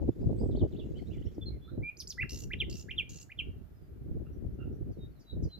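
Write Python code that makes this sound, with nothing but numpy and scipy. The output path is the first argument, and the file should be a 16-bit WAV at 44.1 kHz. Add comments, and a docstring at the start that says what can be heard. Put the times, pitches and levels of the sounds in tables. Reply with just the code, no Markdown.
"""A nightingale sings slightly to the right: gliding near-sines make its whistles, slides, hooks and warbled arches,
and pulsed stacks of partials make its buzzes. Ground, bank and dense scrub send the notes back.
Fainter birds call farther off, made of short glides and whistles that waver.
Gusty wind buffets the two microphone ports as shaped noise and ringing pops, over a thin noise hiss."""
import sys
import numpy as np
from scipy import signal
from scipy.fft import rfft, irfft, next_fast_len
from scipy.io import wavfile
from scipy.ndimage import uniform_filter1d

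SR = 44100
rng = np.random.default_rng(int(sys.argv[2]) if len(sys.argv) > 2 else 0)


def waveform_to_disk(signal):
    """Save audio, clipped to [-1, 1], as 16-bit WAV at the path in sys.argv[1]."""
    frames = np.transpose(np.atleast_2d(signal))
    scaled = np.clip(frames, -1, 1) * 32767
    samples = np.round(scaled).astype(np.int16)
    wavfile.write(sys.argv[1], SR, samples)


def amplitude_ratio(level_db):
    """Convert a level in decibels to the matching linear amplitude (field) ratio."""
    exponent = np.asarray(level_db, float) / 20
    return 10 ** exponent


N = 246519


def rms_one(x):
    """Scale to unit rms."""
    return x / np.sqrt(np.mean(x ** 2) + 1e-20)


def drift(rate_hz, shape=(N,)):
    """Slow random wandering with spread 1: noise through two equal low-pass poles."""
    r = np.exp(-2 * np.pi * rate_hz / SR)
    return rms_one(signal.lfilter([1], [1, -2 * r, r * r], rng.standard_normal(shape)))


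def coloured_noise(spectrum):
    """Separate noise in each channel, rms 1, shaped by a spectrum."""
    size = next_fast_len(N)
    hz, db = np.transpose(spectrum)
    log_hz = np.log(np.maximum(np.arange(size // 2 + 1) * SR / size, 1))
    gain = amplitude_ratio(np.interp(log_hz, np.log(hz), db, left=-90, right=-90))
    noise = rng.standard_normal((2, size))
    return rms_one(irfft(rfft(noise) * gain, size)[:, :N])


def delayed(x, s):
    """The sound, s seconds later."""
    return np.interp(np.arange(N) - s * SR, np.arange(N), x, left=0)


def add_note(out, start_s, hz, level, overtone_db):
    """The syrinx, a bird's voice organ: a near sine with an octave, laid in at its time."""
    i = round(start_s * SR)
    phase = 2 * np.pi * (np.cumsum(hz) / SR + rng.random())
    tone = np.sqrt(2) * level * (np.sin(phase) + amplitude_ratio(overtone_db) * np.sin(2 * phase))
    out[i:i + len(tone)] += tone[:N - i]


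def note_curves(rows):
    """Time, second column, faded level and any further columns, sample by sample over a note."""
    s, values, db, *others = np.transpose(rows)
    t = np.arange(s[0], s[-1], 1 / SR)
    fade = np.clip(np.minimum(t - s[0], s[-1] - t) / .001, 0, 1)
    level = fade * amplitude_ratio(np.interp(t, s, db))
    return t, np.interp(t, s, values), level, *[np.interp(t, s, c) for c in others]


def whistles(notes, overtone_db):
    """Notes whose pitch and level glide from point to point."""
    out = np.zeros(N)
    for rows in notes:
        t, hz, level = note_curves(rows)
        add_note(out, t[0], hz, level, overtone_db)
    return out


def glides(rows, overtone_db):
    """Short notes on a straight pitch line, loudest in the middle."""
    out = np.zeros(N)
    for s, length, first_hz, last_hz, db in rows:
        u = np.linspace(-1, 1, round(length * SR))
        hz = first_hz + (last_hz - first_hz) * (1 + u) / 2
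        add_note(out, s, hz, amplitude_ratio(db) * (1 - u ** 2), overtone_db)
    return out


def shaped(shape, rows):
    """One shared shape, stretched to each note's length and pitch range."""
    return [[(s + u * length, top - fall * (top - end), db + rel) for u, fall, rel in shape]
            for s, length, top, end, db in rows]


# A swelling whistle and a broad hook, one list each: (time [s], pitch [Hz], level [dB])
LONG_NOTES = [
    [(1.82, 1980, -73.5), (1.834, 2334, -48), (1.895, 2430, -42.5), (1.909, 2500, -61)],
    [(2.172, 1130, -69), (2.184, 1950, -41), (2.197, 1995, -38.5), (2.221, 2723, -34.5), (2.225, 2626, -33),
     (2.23, 1944, -34.5), (2.24, 1141, -59)],
]


def long_notes():
    """The singer's long notes, nearly pure tones."""
    return whistles(LONG_NOTES, overtone_db=-45.5)


# Faint lead-in, then a loud fall: (burst time [s], length [s], top pitch [Hz], end pitch [Hz], level [dB])
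SLIDES = [(2.604, .035, 3353, 1866, -29.5), (2.983, 0.043, 3288, 2066, -29),
          (3.39, 0.031, 3150, 2096, -33.5)]
# Shape of a slide: (share of length [0-1, negative before the burst], share of fall [0-1, negative above top],
# relative level [dB])
SLIDE_SHAPE = [(-.58, 0.035, -43), (-.32, -0.4, -33), (-.1, -.15, -20.5), (0, -0.048, -0.5), (.55, .7, -6),
               (1, 0.97, -30)]


def slides():
    """Nearly pure tones that burst out and fall in pitch."""
    return whistles(shaped(SLIDE_SHAPE, SLIDES), overtone_db=-45.5)


# A climb, then a sudden drop: (drop time [s], climb lead [s], drop top [Hz], drop end [Hz], drop level [dB])
HOOKS = [(2.532, .029, 3517, 1745, -34), (2.908, 0.025, 3510, 2120, -38), (3.316, 0.025, 3000, 2000, -46)]
CLIMB_FROM_HZ, CLIMB_HZ_PER_S = 1440, 52000
CLIMB_SHARE, CLIMB_DB, DROP_S = 0.99, -10, .0105   # climb: share of the lead, level relative to the drop


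def hooks():
    """The pitch climbs at a steady rate and breaks off just before the drop."""
    notes = []
    for s, lead, top, end, db in HOOKS:
        climb_s = CLIMB_SHARE * lead
        climb_end_hz = CLIMB_FROM_HZ + CLIMB_HZ_PER_S * climb_s
        notes.append((s - lead, climb_s, CLIMB_FROM_HZ, climb_end_hz, db + CLIMB_DB))
        notes.append((s, DROP_S, top, end, db))
    return glides(notes, overtone_db=-37.5)


# Short notes: (time [s], length [s], first pitch [Hz], last pitch [Hz], level [dB])
FLICKS = [(1.41, 0.035, 3540, 3420, -54.5), (1.455, .05, 4234, 4096, -49)]


def flicks():
    """Very short tones with a slight glide."""
    return glides(FLICKS, overtone_db=-51.0)


# Notes that shoot up and warble down: (time [s], top of pitch line [Hz], upstroke level [dB], warble level [dB])
ARCHES = [(1.968, 7480, -51.5, -45), (2.071, 7950, -40, -42.5)]
# Their two parts: (time after onset [s], height [0-1], relative level [dB], warble depth [Hz])
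UPSTROKE = [(0, .2, -19.5, -5), (.004, .5, 3, -3), (.010, 1, -20.5, 87)]
DESCENT = [(.0245, .7, -10, 500), (.0345, 0.46, 2, 680), (.0455, .32, -10, 700), (.057, 0, -15.5, 550)]
ARCH_FOOT_HZ = 3150
WARBLE_PER_S, WARBLE_THROB = 152, 0.86   # cycles per second, level swing as a share


def arches():
    """Each warble cycle falls in pitch, snaps back and swells once."""
    out = np.zeros(N)
    for s, top, up_db, warble_db in ARCHES:
        rows = [(s + after, ARCH_FOOT_HZ + height * (top - ARCH_FOOT_HZ), db + rel, deep)
                for part, db in [(UPSTROKE, up_db), (DESCENT, warble_db)]
                for after, height, rel, deep in part]
        t, hz, level, depth = note_curves(rows)
        turn = 2 * np.pi * WARBLE_PER_S * (t - s - DESCENT[1][0])
        fall = -np.sin(turn) + 0.48 * np.sin(2 * turn)
        throb = 1 + WARBLE_THROB * np.cos(turn)
        add_note(out, t[0], hz + depth * fall, level * throb, overtone_db=-19.5)
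    return out


# Pulse trains: (first pulse [s], last pulse [s], pulses [count], slowing [0-1], start level [dB],
# end level [dB], throat pitch at start [Hz], throat pitch at end [Hz], throat sweep in a pulse [Hz])
BUZZES = [(2.293, 2.436, 11, 0.2, -46, -53.5, 4600, 5600, 1946),
          (2.697, 2.823, 10, .01, -49.5, -57, 4310, 5570, 486),
          (3.093, 3.226, 11, 0.06, -54, -56.5, 6400, 6380, 297)]
# One pulse: (time after onset [s], share of the sweep [0-1], relative level [dB])
PULSE = [(0, 0, 0), (.002, .2, 3.5), (.0055, .7, -2), (.009, 1, -20)]
PARTIAL_SPACING_HZ, THROAT_WIDTH_HZ = 558.7, 390
PIP_DB, SKIRT_DB = -5, -8   # lagging low partial, broad band around the throat resonance
OPENING_SHARE = 0.32   # how fast the throat opens, as a share of the buzz


def buzzes():
    """Each pulse is a rough harmonic stack; the throat resonance sweeps up through it, a low partial lags."""
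    out, order = np.zeros(N), np.arange(4, 28)[:, None]
    t, swept, level = note_curves(PULSE)
    for first, last, pulses, slowing, start_db, end_db, start_hz, end_hz, sweep_hz in BUZZES:
        for u in np.linspace(0, 1, round(pulses)):
            jitter, bend, loud, pip = rng.standard_normal(4)
            pulse_s = first + (last - first) * (u - slowing * u * (1 - u)) + 0.0001 * jitter
            i = round(pulse_s * SR)
            opening_hz = end_hz + (start_hz - end_hz) * np.exp(-(u / OPENING_SHARE) ** 2)
            throat_hz = opening_hz * (1 + 0.08 * bend) + sweep_hz * swept
            hz = order * PARTIAL_SPACING_HZ * (1 + 0.0044 * bend)
            throat = np.exp(-((hz - throat_hz) / THROAT_WIDTH_HZ) ** 2)
            skirt = amplitude_ratio(SKIRT_DB) * np.exp(-((hz - 5700) / 2100) ** 4)
            # louder buzzes are brighter
            treble = amplitude_ratio(1.58 * start_db + 52.5) * np.exp(-((hz - 11800) / 2200) ** 2)
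            # even partials lead, each one by chance stronger or weaker
            uneven = amplitude_ratio(-5 * (order % 2) + 2.2 * rng.standard_normal(order.shape))
            partials = (throat + skirt + treble) * uneven
            partials[1] += amplitude_ratio(PIP_DB + 2.0 * pip) * np.sin(np.pi * t / t[-1]) ** 2
            # ragged cycles smear the high partials most
            unsteady = .0019 * np.cumsum(rng.standard_normal(len(t)))
            cycles = hz * t + order * unsteady + rng.random(order.shape)
            stack = np.sum(partials * np.sin(2 * np.pi * cycles), axis=0)
            pulse_db = start_db + (end_db - start_db) * u + 0.95 * loud
            out[i:i + len(t)] += amplitude_ratio(pulse_db) * level * stack
    return out


def add_breath(song):
    """Air rushing with each note: high-passed noise that follows the strength of the song."""
    highpass = signal.butter(4, 6000, "high", fs=SR, output="sos")
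    air = signal.sosfilt(highpass, rng.standard_normal(N))
    return song + amplitude_ratio(-39.5) * air * uniform_filter1d(np.abs(song), size=128)


def singer():
    """The nightingale's syrinx and breath: all its kinds of note together."""
    return add_breath(long_notes() + slides() + hooks() + flicks() + arches() + buzzes())


def add_ground_echo(song):
    """The ground sends the sound back a little later, inverted."""
    return song - amplitude_ratio(-3.5) * delayed(song, 0.0027)


def add_bank_echo(song):
    """A bank sends back a weaker, later copy."""
    return song + amplitude_ratio(-21) * delayed(song, 0.012)


def placed(x, pan_db, lag):
    """Direction: a level difference (left over right) and a lag of the left channel in samples."""
    return np.array([amplitude_ratio(pan_db / 2) * delayed(x, lag / SR), amplitude_ratio(-pan_db / 2) * x])


def scrub(x, db, t60, alike, bright):
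    """Countless moving twigs and leaves send back a dense, dying scatter, partly alike in both channels."""
    t = np.arange(SR // 2) / SR
    shared, left, right = rng.standard_normal((3, len(t)))
    scatter = np.sqrt(alike) * shared + np.sqrt(1 - alike) * np.array([left, right])
    tail = scatter * amplitude_ratio(-60 * t / t60) * np.clip(t / 0.0041, 0, 1)
    tail = signal.lfilter([1, -bright], [1], tail)   # small leaves throw back the short waves best
    tail = tail / np.sqrt(np.sum(tail ** 2) / 2)
    rustled = x * (1 + 1.2 * drift(87))
    return amplitude_ratio(db) * signal.fftconvolve(rustled[None], tail, axes=1)[:, :N]


# A bird's fall into a held whistle: (time [s], held pitch [Hz], fall level [dB], whistle level [dB],
# extra hold [s])
SWOOPS = [(4.909, 3704, -77.5, -64.5, 0.029), (5.19, 3823, -71, -53, 0.006), (5.421, 4012, -63, -52, .025)]
SWOOP_FROM, SETTLE_S, FALL_S = 0.65, 0.025, 0.041   # start above the held pitch (share), settling, fall
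SWELL_AT_S, SWELL_DB_PER_S, STOP_DB_PER_S = 0.11, 600, 895
UPTURN = 0.064   # final rise, as a share of the held pitch per FALL_S
UPPER_VOICE_HZ, UPPER_VOICE_DB = 1130, -4   # above the main voice, relative to the fall


def swoops():
    """The pitch settles onto a whistle that swells and stops with an upturn; a hoarse higher voice shadows the fall."""
    out, t = np.zeros(N), np.arange(SR // 5) / SR
    for s, held_hz, fall_db, whistle_db, hold_s in SWOOPS:
        late = np.maximum(t - SWELL_AT_S - hold_s, 0)
        early = np.maximum(SWELL_AT_S - t, 0)
        hz = held_hz * (1 + SWOOP_FROM * np.exp(-t / SETTLE_S) + UPTURN * late / FALL_S)
        fall = amplitude_ratio(fall_db) * np.sin(np.pi * np.minimum(t / FALL_S, 1))
        swell = amplitude_ratio(whistle_db - SWELL_DB_PER_S * early - STOP_DB_PER_S * late)
        add_note(out, s, hz, fall + swell, overtone_db=-38)
        upper_hz = hz + UPPER_VOICE_HZ + 500 * drift(400, shape=t.shape)
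        upper_level = amplitude_ratio(UPPER_VOICE_DB) * fall * (t < .04)
        add_note(out, s + 0.0033, upper_hz, upper_level, overtone_db=-41.5)
    return out


# Low two-part calls: (time [s], length [s], first pitch [Hz], last pitch [Hz], level [dB])
LOW_CALLS = [(4.257, 0.016, 1350, 1380, -71.5), (4.587, 0.065, 1405, 1360, -68.5)]


def low_calls():
    """Low tones with a strong octave."""
    return glides(LOW_CALLS, overtone_db=-4.0)


# Warbled figures: (time [s], length [s], top pitch [Hz], bottom pitch [Hz], level [dB])
FIGURES = [(0.506, .123, 4540, 2750, -64), (0.716, 0.11, 4470, 2480, -62.5)]
# Their shape, down, up and down again: (share of length [0-1], share of fall [0-1], relative level [dB])
FIGURE_SHAPE = [(0, 0, -20), (.1, 0.55, -11), (.2, .76, -8), (.27, 0.64, -37), (.34, .95, -15),
                (.42, 0.78, -8), (.52, .04, -2.5), (.6, 0.25, -27), (.64, 0.33, -2), (.9, 0.82, 1),
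                (1, .97, -16)]


def figures():
    """Nearly pure tones that run through one shared warble."""
    return whistles(shaped(FIGURE_SHAPE, FIGURES), overtone_db=-38)


# Distant single notes: (time [s], length [s], first pitch [Hz], last pitch [Hz], level [dB])
FAR_NOTES = [ (.2, 0.033, 4630, 5300, -87), (0.307, 0.23, 8250, 7650, -82.5),
             (0.385, 0.031, 4390, 5240, -71), (0.944, 0.038, 2650, 3430, -69.5),
             (.98, 0.013, 4600, 4050, -74), (.985, 0.02, 2360, 1990, -70), (1.06, 0.035, 3500, 4270, -75),
             (1.103, 0.041, 2530, 3610, -69), (1.13, 0.043, 2540, 1930, -72),
             (1.245, 0.044, 5300, 5800, -78), (1.34, 0.022, 6230, 4700, -78),
             (1.5, 0.078, 2280, 2060, -75.5), (1.595, 0.13, 3344, 3690, -75), (1.62, 0.16, 4100, 3990, -80),
             (1.669, 0.049, 1258, 1504, -68), (3.44, 0.2, 3090, 2660, -86), (3.71, 0.19, 5260, 4600, -93),
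             (4.85, 0.09, 4270, 4600, -107), (5.1, 0.038, 4480, 4380, -89), (5.145, 0.05, 4450, 3620, -84),
             (5.49, 0.028, 2860, 3400, -78), (5.572, 0.033, 4300, 4660, -75)]


def far_notes():
    """Single whistles, three rising peeps and a harsh chatter of paired rising tones."""
    peeps = [(4.32 + .2 * k, .045, 5550, 6250, -89) for k in range(3)]
    chatter = [(1.172 + 0.044 * k, .025, hz, 1.33 * hz, db)
               for k in range(3) for hz, db in [(1750, -74.5), (2650, -67.5)]]
    return glides(FAR_NOTES + peeps + chatter, overtone_db=-45)


# Distant twitter: (time [s], rate [chirps per s])
TWITTER = [(0, 1500), (1.32, 3000), (1.42, 0)]


def twitter():
    """A haze of faint chirps at random times, pitches and slopes."""
    t = np.arange(N) / SR
    starts = t[rng.random(N) < np.interp(t, *np.transpose(TWITTER)) / SR]
    pitch, slope = rng.random((len(starts), 2)).T
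    hz = 1700 * 4.5 ** pitch
    chirps = [(s, .012, f * (1.1 - 0.2 * k), f * (1.0 + 0.28 * k), -96) for s, f, k in zip(starts, hz, slope)]
    return glides(chirps, overtone_db=-45)


def far_birds():
    """Distant calls and twitter, all wavering in level on their way through the leaves."""
    return (low_calls() + figures() + far_notes() + twitter()) * (1 + 0.53 * drift(130))


# Microphone dip and lift in the treble: (centre [Hz], width [Hz], gain [dB])
CAPSULE = [(9000, 670, -3), (12500, 1500, 7)]


def capsule(x):
    """The microphone's colour in the treble, as smooth bumps in its frequency response."""
    size = next_fast_len(N + 1024)
    f = np.arange(size // 2 + 1) * SR / size
    response_db = sum(db * np.exp(-((f - hz) / width) ** 2) for hz, width, db in CAPSULE)
    return irfft(rfft(x, size) * amplitude_ratio(response_db), size)[:, :N]


# Sharp pops of wind: (time [s], typical level before the quick onset and decay [dB], ringing pitch [Hz])
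POPS = [(.0885, -20, 340), (.497, -29, 420), (.574, -29, 380), (1.381, -27, 310), (1.777, -28, 260)]
POP_T60_S = 0.037


def pops():
    """Each pop is a sudden push that rings briefly, with another strength and phase in each port."""
    out, t = np.zeros((2, N)), np.arange(SR // 10) / SR
    for s, db, hz in POPS:
        loud, turn = rng.standard_normal((2, 2, 1))
        level = amplitude_ratio(db + 2.8 * loud - 60 * t / POP_T60_S) * np.minimum(t / 0.0011, 1)
        ring = np.sin(2 * np.pi * hz * t + turn / 2)
        out[:, round(s * SR):][:, :len(t)] += level * ring
    return out


# Base level of the wind on the ports: (time [s], level [dB])
GUSTS = [(0.0, -36), (0.08, -32.5), (0.15, -46), (0.2, -34.5), (0.65, -30.5), (0.68, -38), (1.54, -40.5),
         (1.65, -50.5), (1.82, -31.5), (1.87, -56.5), (2.6, -34.5), (2.86, -48.5), (3.13, -44.5),
         (3.35, -61), (3.44, -41), (3.78, -53.5), (4.2, -37), (4.39, -42.5), (4.45, -34.5), (4.48, -40),
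         (5.08, -43), (5.28, -56.5), (5.34, -38), (5.46, -32), (5.51, -53), (5.59, -50)]
# Single buffets on top: (time [s], level added to the thud [dB], level added to the flutter [dB])
BUFFETS = [(0.09, 11.5, 9.5), (0.269, 10, -7), (2.23, 10.5, 0), (2.992, 12.5, 2)]
# Spectra of the low thud, the sharper flutter and the rasp: (frequency [Hz], relative level per Hz [dB])
THUD = [(20, -34), (35, -9.5), (65, -0.5), (160, -9), (400, -42)]
FLUTTER = [(120, -15.5), (220, 2), (380, 0), (520, -12), (800, -36)]
RASP = [(350, -30.5), (550, 0), (800, -12.5), (1200, -30.5)]
BUFFET_S = 0.013
# flutter against thud: offset, growth in dB per dB of wind above the calm level
FLUTTER_DB, FLUTTER_GROWTH, CALM_DB = -10.5, 0.49, -49


def wind():
    """Eddies hit each port in lumps; the flutter is sharper, and strong flutter grows a rasp on top."""
    t = np.arange(N) / SR
    gust_db = np.interp(t, *np.transpose(GUSTS))
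    s, *added_db = np.transpose(BUFFETS)
    buffets = np.exp(-((t - s[:, None]) / BUFFET_S) ** 2)
    thud_db, flutter_db = gust_db + np.array(added_db) @ buffets
    around_db = uniform_filter1d(gust_db, size=SR)   # mean wind over the second around each moment
    flutter_db = flutter_db + FLUTTER_DB + FLUTTER_GROWTH * (around_db - CALM_DB)
    # partly shared by the two ports
    eddies = .5 * drift(25) + drift(36.0, shape=(2, N)) + 0.5 * drift(9.7)
    lumps_db = np.minimum(3.75 * eddies + 4.85 * drift(45, shape=(2, N)), 11)
    thud = amplitude_ratio(thud_db) * rms_one(coloured_noise(THUD) * amplitude_ratio(3.4 * eddies))
    flutter = amplitude_ratio(flutter_db) * rms_one(coloured_noise(FLUTTER) * amplitude_ratio(lumps_db))
    rasp = amplitude_ratio(1.646 * flutter_db + 9.0) * rms_one(coloured_noise(RASP) * amplitude_ratio(2.1 * lumps_db))
    lowpass = signal.butter(2, 1100, fs=SR, output="sos")
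    return signal.sosfilt(lowpass, thud + flutter + rasp + pops())


# Spectrum of the hiss: (frequency [Hz], relative level per Hz [dB])
HISS = [(350, -37), (600, 0), (1030, -12.5), (1400, -9), (2470, -18), (7550, -28.5), (8890, -31),
        (11800, -21.5), (15500, -22)]


def hiss():
    """A thin, steady noise, separate in each channel."""
    return amplitude_ratio(-72) * coloured_noise(HISS)


def scene():
    """The singer with its echoes and scatter, the far birds, wind and hiss."""
    song = add_ground_echo(singer())
    near = placed(add_bank_echo(song), pan_db=-2.5, lag=2.1)
    near = near + scrub(song, db=-16.5, t60=0.31, alike=0.26, bright=.1)
    near = near + scrub(song, db=-6, t60=0.14, alike=0.37, bright=0.85)
    far, caller = far_birds(), swoops()
    distant = placed(far, pan_db=-10.0, lag=1) + placed(caller, pan_db=0.0, lag=2.3)
    distant = distant + scrub(far + amplitude_ratio(-7.0) * caller, db=0, t60=0.2, alike=0.31, bright=0.14)
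    return capsule(near + distant) + wind() + hiss()


def roll_off(x):
    """The treble ends steeply here."""
    return signal.sosfilt(signal.butter(12, 15690, fs=SR, output="sos"), x)


def record(dry):
    """Turns the finished mix into the sound that is written out."""
    return roll_off(dry)


dry = scene()
out = record(dry)
waveform_to_disk(out)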